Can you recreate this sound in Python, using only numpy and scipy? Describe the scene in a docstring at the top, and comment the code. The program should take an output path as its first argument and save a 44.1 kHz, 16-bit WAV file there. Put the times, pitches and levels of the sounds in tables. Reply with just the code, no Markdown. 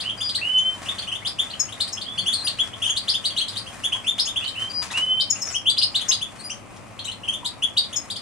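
"""Canaries call in wire cages in a small, hard-walled room, over a low rumble and a faint hum.
Rising chirps, nearly pure tones of the syrinx, start at once and recur to the end. Thin high notes and a
long whistle follow, then wings flutter; from 1.6 s both sides of a syrinx sound sharp two-voiced alarms.
Towards 5 s feet scrape the wires, then come a second long whistle and a hoarse, falling twitter.
The calls thin out after 6 s, and pick up again from 7 s over the soft shuffling of feathers."""
import sys
import numpy as np
from scipy import signal
from scipy.fft import rfft, irfft, next_fast_len
from scipy.io import wavfile
from scipy.ndimage import map_coordinates

SR = 44100
rng = np.random.default_rng(int(sys.argv[2]) if len(sys.argv) > 2 else 0)


def unload_audio(sound):
    """Save the sound as a 16-bit wav file, at the path given as the first command line argument."""
    columns = np.transpose(np.atleast_2d(sound))
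    # keep every value between -1 and 1, then stretch to whole-number steps
    steps = np.round(np.clip(columns, -1, 1) * 32767)
    wavfile.write(sys.argv[1], SR, steps.astype(np.int16))


N = 362061

# Spectrum of scraped wires, also used for breath. Each row: frequency in Hz, relative density in dB.
HISS_SPECTRUM = [(300, -25), (900, 12.5), (2000, 7), (4000, 5), (6500, 4.5), (10000, -3), (12500, -19),
                 (16000, -15)]


def amp(db):
    """Convert decibels to an amplitude ratio."""
    return 10 ** (np.asarray(db) / 20)


def unit(x):
    """Normalise to an rms of 1."""
    return x / np.sqrt(np.mean(x ** 2) + 1e-20)


def along(points, hz):
    """Interpolate (Hz, value) points on a logarithmic frequency axis."""
    f, v = np.transpose(points)
    return np.interp(np.log(hz + 1), np.log(f + 1), v)


def clock(length):
    """Sample times over a length in seconds."""
    return np.arange(int(length * SR)) / SR


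def wobble(t, rate):
    """Smooth random modulation: a spline through `rate` Gaussian knots a second."""
    return map_coordinates(rng.standard_normal(int(t[-1] * rate) + 4), [t * rate])


def filtered(x, response):
    """Linear filtering: multiply the spectrum by a frequency response."""
    n = x.shape[-1]
    padded = next_fast_len(n + 4096)
    return irfft(rfft(x, padded) * response(np.fft.rfftfreq(padded, 1 / SR)), padded)[..., :n]


def room_response(build_s=0.001, early_share=0.17, first_s=0.0012, last_s=0.016, echoes=7):
    """Reverberation: discrete reflections off near walls and a diffuse, exponentially decaying tail."""
    # Each row: frequency in Hz, reverberation time (t60) in seconds.
    decay_times = [(500, 0.17), (3000, 0.21), (6500, 0.2), (12000, 0.12)]
    hz, t, spectrum = signal.stft(rng.standard_normal((2, SR // 3)), SR, nperseg=256)
    fade = amp(-60 * t / along(decay_times, hz)[:, None]) * (1 - np.exp(-t / build_s))
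    tail = unit(signal.istft(spectrum * fade, SR, nperseg=256)[1]) / np.sqrt(SR // 3)
    walls = np.zeros_like(tail)
    arrival = rng.uniform(first_s, last_s, echoes) * SR
    for side in walls:  # each echo meets the two microphones a little apart
        side[np.abs(arrival + rng.normal(0, 2, echoes)).astype(int)] = rng.uniform(0.14, 1, echoes)
    return np.sqrt(1 - early_share) * tail + np.sqrt(early_share) * walls / np.linalg.norm(walls[0])


def place(out, start, sound, pan_db, room_db):
    """Convolution with the direct path and this spot's own echoes; pan_db is left over right."""
    path = amp(room_db) * room_response()
    path[[0, 1], [1, 0]] += 1  # the direct sound reaches the right microphone a sample earlier
    heard = signal.fftconvolve(sound[None], path, axes=1) * amp([[pan_db / 2], [-pan_db / 2]])
    first = max(0, round(start * SR))
    out[:, first:first + heard.shape[1]] += heard[:, :N - first]


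def room_noise(air_db=-43, hum_hz=105, hum_db=-54, drone_hz=300, drone_db=-62, pan_db=2):
    """Partly coherent rumble and hiss, with a hum and a drone that waver in amplitude and phase."""
    # Each row: frequency in Hz, relative density of the rumble in dB.
    air_spectrum = [(15, -49), (25, -9.5), (66, -13), (107, -1.5), (156, -10.5), (193, -4), (445, -15.5),
                    (567, -10), (945, -14), (1080, -11.5), (1710, -25), (2490, -19), (3630, -34),
                    (9550, -39.5), (15500, -56)]
    # Each row: frequency in Hz, correlation between left and right.
    coherence = [(60, 0.56), (180, 0.02), (550, 0.35), (1650, 0.44), (4970, 0.051), (15000, 0.027)]

    def mid_side_gains(hz):
        """The more coherent a band, the more of its power lies in the mid signal."""
        angle = np.arccos(along(coherence, hz)) / 2
        return amp(along(air_spectrum, hz)) * [np.cos(angle), np.sin(angle)]

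    t = np.arange(N) / SR
    mid, side = filtered(rng.standard_normal((2, N)), mid_side_gains)
    noise = amp(air_db + 0.092 * wobble(t, 9.1)) * unit(np.array([mid + side, mid - side]))
    for hz, db in [(hum_hz, hum_db), (drone_hz, drone_db)]:
        noise += amp(db + 3.6 * wobble(t, 11)) * np.sin(2 * np.pi * hz * t + 1.3 * wobble(t, 9.9))
    return noise * amp([[pan_db / 2], [-pan_db / 2]])


def wings(out, beat_hz=23, beat_db=2, gain_db=-1, fidget_db=2.5):
    """Feather noise is amplitude-modulated by the wing beat; bursts and shuffling add in power."""
    # Bursts of wing beats. Each row: start in seconds, length in seconds, relative level in dB.
    flutters = [(0.685, 0.4, -43.5), (3.908, 0.084, -41.5), (4.579, 0.089, -40), (4.93, 0.11, -39),
                (5.878, 0.36, -45)]
    # Shuffling and preening. Each row: time in seconds, relative level in dB.
    shuffle_levels = [(0, -47.5), (4.5, -47), (5.4, -50), (6.9, -52.5), (7.4, -52.5), (8.2, -48.5)]
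    # Each row: frequency in Hz, relative density of the rustle in dB.
    feather_spectrum = [(100, 5.5), (400, -3), (1000, 4.5), (2000, 6), (4000, -3.5), (9000, -3.5),
                        (15000, -28.5)]
    t = np.arange(N) / SR
    beat = np.sin(2 * np.pi * beat_hz * t + 2 * wobble(t, 6))
    rustle = rng.standard_normal(N) * amp(beat_db * beat + 2.5 * wobble(t, 300))
    rustle = unit(filtered(rustle, lambda hz: amp(along(feather_spectrum, hz))))
    bursts = sum(amp(db) * np.sin(np.pi * np.clip((t - start) / length, 0, 1))
                 for start, length, db in flutters)
    shuffle = amp(np.interp(t, *np.transpose(shuffle_levels)) + fidget_db * wobble(t, 14))
    place(out, 0, rustle * np.hypot(bursts, shuffle) * amp(gain_db), pan_db=0.5, room_db=-1.5)


def knocks(out, t60=0.16, attack_s=0.00059):
    """Damped free vibration: a knocked perch or cage rings briefly on one low mode."""
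    # Each row: start in seconds, level in dB, mode frequency in Hz.
    impacts = [(.765, -38.5, 975), (2.171, -37, 170), (2.229, -36.5, 190), (3.949, -35, 1044),
               (6.09, -39.5, 1050), (7.431, -33, 977)]
    t = clock(0.2)
    for start, db, hz in impacts:
        ring = np.sin(2 * np.pi * hz * t + 0.52 * wobble(t, 99))
        envelope = amp(db - 60 * t / t60) * (1 - np.exp(-t / attack_s))
        place(out, start, envelope * ring, pan_db=1, room_db=0)


def landings(out, attack_s=0.0027, grit_db=4):
    """Friction noise: claws and feathers scrape the wires in a gritty, decaying burst."""
    # Each row: start in seconds, level in dB, decay time (t60) in seconds.
    contacts = [(.821, -41, 0.34), (2.673, -26, 0.017), (2.866, -35, 0.17), (4.18, -26.5, 0.046),
                (4.608, -42, 0.32), (4.702, -38.5, 0.13), (4.818, -31, 0.25), (4.91, -30, 0.17),
                (4.968, -26, 0.11), (6.76, -41.5, 0.097)]
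    t = clock(0.81)
    for start, db, t60 in contacts:
        grit = rng.standard_normal(len(t)) * amp(grit_db * wobble(t, 600))
        scrape = unit(filtered(grit, lambda hz: amp(along(HISS_SPECTRUM, hz))))
        envelope = amp(db - 60 * t / t60) * (1 - np.exp(-t / attack_s))
        place(out, start, envelope * scrape, pan_db=1.5, room_db=-1.5)


def syrinx(hz, overtones_db):
    """Source and filter: a tone follows a pitch curve, and throat and beak colour its overtones."""
    # Each row: frequency in Hz, gain of an overtone in dB.
    beak_response = [(5000, 0), (7000, -5), (9300, -0.5), (10700, -4.5), (12000, -15.5), (15000, -19)]
    phase = 2 * np.pi * np.cumsum(hz) / SR
    overtones = sum(amp(db + along(beak_response, k * hz)) * (k * hz < SR / 2) * np.sin(k * phase)
                    for k, db in enumerate(overtones_db, 2))
    return np.sin(phase) + overtones


def twitter(out, end_hz=5240, bend=1.2, swell_db=13.5, roughness=0.0062, edge_s=0.0022):
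    """Falling glides: a squabbling voice, hoarse with pitch jitter, swells as it slides down."""
    # Each row: start in seconds, length in seconds, top pitch in Hz, final level in dB.
    slides = [(5.381, .058, 7400, -32.5), (5.448, 0.047, 7270, -29), (5.508, 0.055, 8040, -29)]
    for start, length, top_hz, db in slides:
        t = clock(length)
        height = (1 - t / length) ** bend
        hz = (end_hz + (top_hz - end_hz) * height) * (1 + roughness * wobble(t, 628))
        edges = np.minimum(np.minimum(t, length - t) / edge_s, 1)
        envelope = amp(db - swell_db * height) * edges
        place(out, start, envelope * syrinx(hz, [-26]), pan_db=3.5, room_db=3)


def thin_notes(out, sag_hz_per_s=410, third_db=-8):
    """Soft, nearly level contact notes: frequency jitter makes the low ones hoarse, the high stay pure."""
    # Each row: start and length in seconds, pitch in Hz, level in dB, second harmonic at source in dB.
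    notes = [(0.173, .042, 4860, -33, -36), (0.214, 0.12, 4865, -22, -32), (2.172, 0.065, 4430, -28.5, -19),
             (2.353, .1, 4180, -29, -14), (2.441, 0.035, 4846, -24, -7), (4.694, 0.033, 4750, -30, -37),
             (4.727, 0.12, 4866, -23, -46), (6.384, 0.048, 4360, -39, -2.5),
             (6.433, .059, 4833, -29, -11.5)]
    # Each row: pitch in Hz, jitter as a share of the pitch.
    jitter = [(4400, 0.037), (4800, 0.011), (4880, 0.0012)]
    for start, length, note_hz, db, second_db in notes:
        t = clock(length)
        glide = note_hz - sag_hz_per_s * (t - length / 2)
        hz = glide * (1 + along(jitter, note_hz) * wobble(t, 500))
        voice = syrinx(hz, [second_db, second_db + third_db])
        place(out, start, amp(db) * np.sin(np.pi * t / length) * voice, pan_db=4.5, room_db=-7)


def alarms(out, lower_hz=5320, length=0.0301, lead_s=0.0095, drop=0.096, settle_s=0.008, gain_db=-1):
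    """Nonlinear coupling: both sides of the syrinx fall together, adding sum and difference tones."""
    # Each row: time in seconds (lead_s after the onset), relative level in dB,
    # upper pitch at mid-note in Hz, lower voice against the upper in dB.
    calls = [(1.602, -15, 6610, -3), (1.931, -26.5, 6490, 1.5), (2.9008, -24, 6620, -22),
             (4.2583, -24.5, 6560, -5), (5.3058, -12.5, 6710, -5), (5.421, -26, 6540, 5),
             (6.0906, -14, 6414, -3), (7.9644, -18.5, 6660, -2)]
    t = clock(length)
    fall = 1 + drop * (np.exp(-t / settle_s) - np.exp(-length / 2 / settle_s))
    for time, db, upper_hz, lower_db in calls:
        upper, lower = (2 * np.pi * np.cumsum(hz * fall * (1 + 0.008 * wobble(t, 900))) / SR
                        for hz in (upper_hz, lower_hz))
        upper_voice = np.sin(upper) + amp(-40) * np.sin(2 * upper)
        lower_voice = np.sin(lower) + 0.015 * np.sin(2 * lower)
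        combination_tones = 0.14 * np.sin(2 * upper - lower) + 0.05 * np.sin(upper + lower)
        voice = upper_voice + amp(lower_db) * (lower_voice + combination_tones)
        envelope = amp(db + gain_db) * np.sin(np.pi * t / length) ** 2
        place(out, time - lead_s, envelope * voice, pan_db=3.5, room_db=-4)


def whistles(out, scoop_from=0.815, creep_hz=125, swell_db=6, attack_s=0.0011, release_s=0.015):
    """Interference: a note scoops up, then creeps higher as it swells; a wall echo makes it beat."""
    # Each row: start in seconds, length in seconds, final pitch in Hz, relative level in dB.
    notes = [(.036, .072, 3190, -22), (2.044, .085, 3500, -30), (4.408, .08, 3140, -24),
             (4.552, .095, 3150, -23), (.414, .295, 3102, -17), (4.937, .28, 3098, -16)]
    # Short whistles scoop faster. Each row: length in seconds, time constant in seconds.
    scoop_times = [(.08, 0.0183), (.27, .027)]
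    echo_delay, echo_gain = round(0.01975 * SR), 0.55
    for start, length, end_hz, db in notes:
        t = clock(length)
        remaining = 1 - t / length
        scoop_s = np.interp(length, *np.transpose(scoop_times))
        scoop_hz = (end_hz - creep_hz - scoop_from * end_hz) * np.exp(-t / scoop_s)
        hz = end_hz - creep_hz * remaining - scoop_hz + wobble(t, 54)
        far = db < -20  # faint birds sit farther off: less direct sound, more room
        level_db = db - 1.5 - 3 * far - swell_db * remaining + wobble(t, 31.5)
        edges = np.minimum(t / attack_s, 1) * np.minimum((length - t) / release_s, 1)
        note = amp(level_db) * edges * syrinx(hz, [-46, -42])
        echoed = np.pad(note, (0, echo_delay)) + echo_gain * np.pad(note, (echo_delay, 0))
        place(out, start, echoed, pan_db=-2, room_db=-3 + 7 * far)


def chirps(out, ceiling_hz=5300, least_rise=0.28, linger=0.347, waver=0.0082, breath_db=-28):
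    """Frequency sweeps level off near the top of the bird's range; pushed high, the voice rasps."""
    # Each row: start and length in seconds, target pitch in Hz, relative level in dB,
    # base level of the overtones in dB.
    calls = [(0.0, 0.014, 5050, -26, -12), (0.093, 0.0093, 3364, -20, -22),
             (0.203, 0.022, 3550, -21.0, -10), (0.291, 0.008, 4720, -21, -10),
             (0.343, 0.021, 4840, -19.5, -11), (0.378, 0.015, 2010, -34, -26),
             (0.575, 0.021, 3535, -29, 0.5), (0.857, 0.011, 3090, -28, -12),
             (0.882, 0.019, 3645, -18.5, -17.0), (0.981, 0.015, 5080, -24.0, -13),
             (1.016, 0.017, 3620, -30, -10.0), (1.067, 0.028, 3270, -28.0, -14.0),
             (1.113, 0.021, 3170, -22.5, -16), (1.148, 0.014, 3610, -24.5, -13),
             (1.211, 0.025, 2270, -40.5, -22.0), (1.246, 0.026, 3620.0, -21.5, -15),
             (1.255, 0.029, 5240, -27.5, -9.5), (1.384, 0.029, 3520, -15, -14),
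             (1.495, 0.016, 4510, -31, -16), (1.529, 0.017, 3320, -31.0, -22),
             (1.678, 0.023, 3240, -38, -11), (1.721, 0.0091, 3910, -27.5, -7.5),
             (1.77, 0.0088, 2120, -41.0, -13), (1.8, 0.019, 5080, -19.5, -9.5),
             (1.873, 0.013, 5280, -28.5, -6.5), (1.969, 0.013, 3360, -27, -16),
             (2.009, 0.014, 5020, -27, -12), (2.174, 0.028, 3474, -19, -14.5),
             (2.256, 0.042, 3437, -17.0, -11.5), (2.314, 0.037, 4870, -21.5, -8.5),
             (2.466, 0.022, 4900, -20, -11.5), (2.573, 0.0093, 4300.0, -37.0, -25.0),
             (2.585, 0.034, 3440, -16.0, -19), (2.73, 0.015, 3540, -31, -23),
             (2.816, 0.027, 3510, -18.5, -12), (2.836, 0.043, 3234, -21, -10),
             (2.888, 0.026, 3343, -16.5, -15.5), (2.96, 0.021, 4770, -17, -10.5),
             (3.074, 0.034, 5350, -16.5, -15), (3.137, 0.025, 3580, -19.0, -11.5),
             (3.239, 0.03, 4820, -18, -11.0), (3.3, 0.012, 3500.0, -27, -14.0),
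             (3.362, 0.036, 4380, -19, -13.0), (3.401, 0.028, 3340, -20, -15),
             (3.478, 0.013, 5220.0, -27.5, -9), (3.52, 0.028, 3870, -38, -6),
             (3.553, 0.035, 4990, -24, -11.5), (3.66, 0.027, 3350, -34, -9),
             (3.834, 0.029, 3545, -19.5, -9), (3.92, 0.024, 3302, -16.5, -19.0),
             (4.041, 0.009, 2770, -30, -10), (4.061, 0.045, 3580, -16.5, -12.5),
             (4.182, 0.031, 5870, -16, -15.0), (4.262, 0.038, 3620, -23.5, -8.5),
             (4.357, 0.026, 3450, -17.5, -17.5), (4.437, 0.012, 4700.0, -33, -25.0),
             (4.469, 0.021, 4980, -27.5, -9.5), (4.901, 0.012, 2025, -33.0, 2),
             (5.194, 0.028, 5280, -20.5, -17), (5.351, 0.018, 2945, -36.5, -1),
             (5.54, 0.033, 3246, -20.0, -15), (5.653, 0.05, 3460, -15.5, -20.5),
             (5.692, 0.014, 4900, -20.5, -9), (5.766, 0.033, 5500, -19, -16.5),
             (5.812, 0.028, 5280, -15.5, -16.5), (5.943, 0.026, 4630, -16, -15.5),
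             (6.002, 0.028, 3590, -25, -8), (6.109, 0.029, 5200, -16.5, -14),
             (6.209, 0.031, 3537, -23.0, -10), (6.496, 0.019, 3166, -28.5, 5),
             (6.989, 0.01, 4520, -26, -18.5), (7.041, 0.022, 4100, -29, 1.5),
             (7.069, 0.031, 3180, -27.5, -17), (7.113, 0.0095, 4320, -29.5, -8.5),
             (7.231, 0.018, 3300, -29.5, -20), (7.276, 0.022, 3280.0, -18.5, -14.5),
             (7.324, 0.029, 3550, -24.5, -10.0), (7.442, 0.033, 5010, -26, -7.0),
             (7.62, 0.029, 3395, -16, -15), (7.765, 0.027, 5110.0, -16, -16.5),
             (7.834, 0.017, 5120, -31.5, -15), (7.926, 0.013, 3610, -27.0, -4),
             (8.098, 0.017, 5110, -29.5, -8), (8.156, 0.013, 5050, -30, -10.5)]
    # A louder cheep rises sooner and holds its note. Each row: level in dB, factor on the bend.
    hold = [(-30, 0.746), (-19.5, 1.035), (-14, 1.45)]
    # Faint birds sit farther off. 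Each row: level in dB, loss of direct sound in dB.
    distance_loss = [(-26, 2), (-25.5, 1.14), (-17, 0.96)]
    for start, length, top_hz, db, overtones_db in calls:
        t = clock(length)
        progress = t / length
        push = np.interp(top_hz, (3630, 4610), (0, 1))  # a bird pushes harder the higher it aims

        def by_push(easy, hard):
            """Interpolate from an easy cheep to a fully pushed sweep."""
            return easy + push * (hard - easy)

        start_hz = min(by_push(2439, 2770), (1 - least_rise) * top_hz)
        bend = by_push(2.65, 0.98) * np.interp(db, *np.transpose(hold)) ** (1 - push)  # 1 is straight
        early_rise = np.sin(np.pi / 2 * np.minimum(progress / 0.8, 1)) ** 2
        rise = progress + linger * push * (early_rise - progress)  # pushed, it lingers at the top
        sweep = top_hz + (start_hz - top_hz) * np.abs(1 - rise) ** bend
        sweep = sweep / (1 + (sweep / ceiling_hz) ** 20) ** (1 / 20)  # soft limit of the range
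        hz = sweep * (1 + waver * wobble(t, 400) + by_push(0.0063, 0.041) * wobble(t, 1000))
        swell = np.abs(np.sin(np.pi * progress ** by_push(1.137, 1.16))) ** 0.85  # peaks past halfway
        flicker_db = by_push(1, 3) * wobble(t, 303)
        hiss = rng.standard_normal(len(t))
        breath = filtered(hiss, lambda f: amp(along(HISS_SPECTRUM, f)) * (f > start_hz))
        second_db = overtones_db + by_push(-2.5, -1)
        third_db = min(overtones_db + by_push(-5, -5.5), -12)
        voice = syrinx(hz, [second_db, third_db]) + push * amp(breath_db) * breath
        loss_db = np.interp(db, *np.transpose(distance_loss))
        envelope = swell * amp(db - 0.35 + flicker_db - loss_db)
        pan_db = 1.45 + 0.26 * rng.standard_normal()  # perches scatter about the middle of the flock
        place(out, start, envelope * voice, pan_db, room_db=by_push(-0.5, 1.5) + 2 * loss_db)


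def scene():
    """Superposition: the birds and their cages add to the room noise."""
    out = room_noise()
    for source in (chirps, whistles, thin_notes, alarms, twitter, landings, knocks, wings):
        source(out)
    return out


def record(dry, low_cut_hz=29, top_hz=15830):
    """Microphone response: the left is brighter around 8-11 kHz, and both are band-limited."""
    def response(hz):
        """Gain of the left and right channels at each frequency."""
        lean_db = along([(5500, 0.5), (8000, 9.0), (10500, 11.7), (13000, 1.5)], hz)
        band = (hz < top_hz) * (1 - 1 / (1 + (hz / low_cut_hz) ** 8))
        return amp([lean_db / 2, -lean_db / 2]) * band

    return filtered(dry, response)


dry = scene()
out = record(dry)
unload_audio(out)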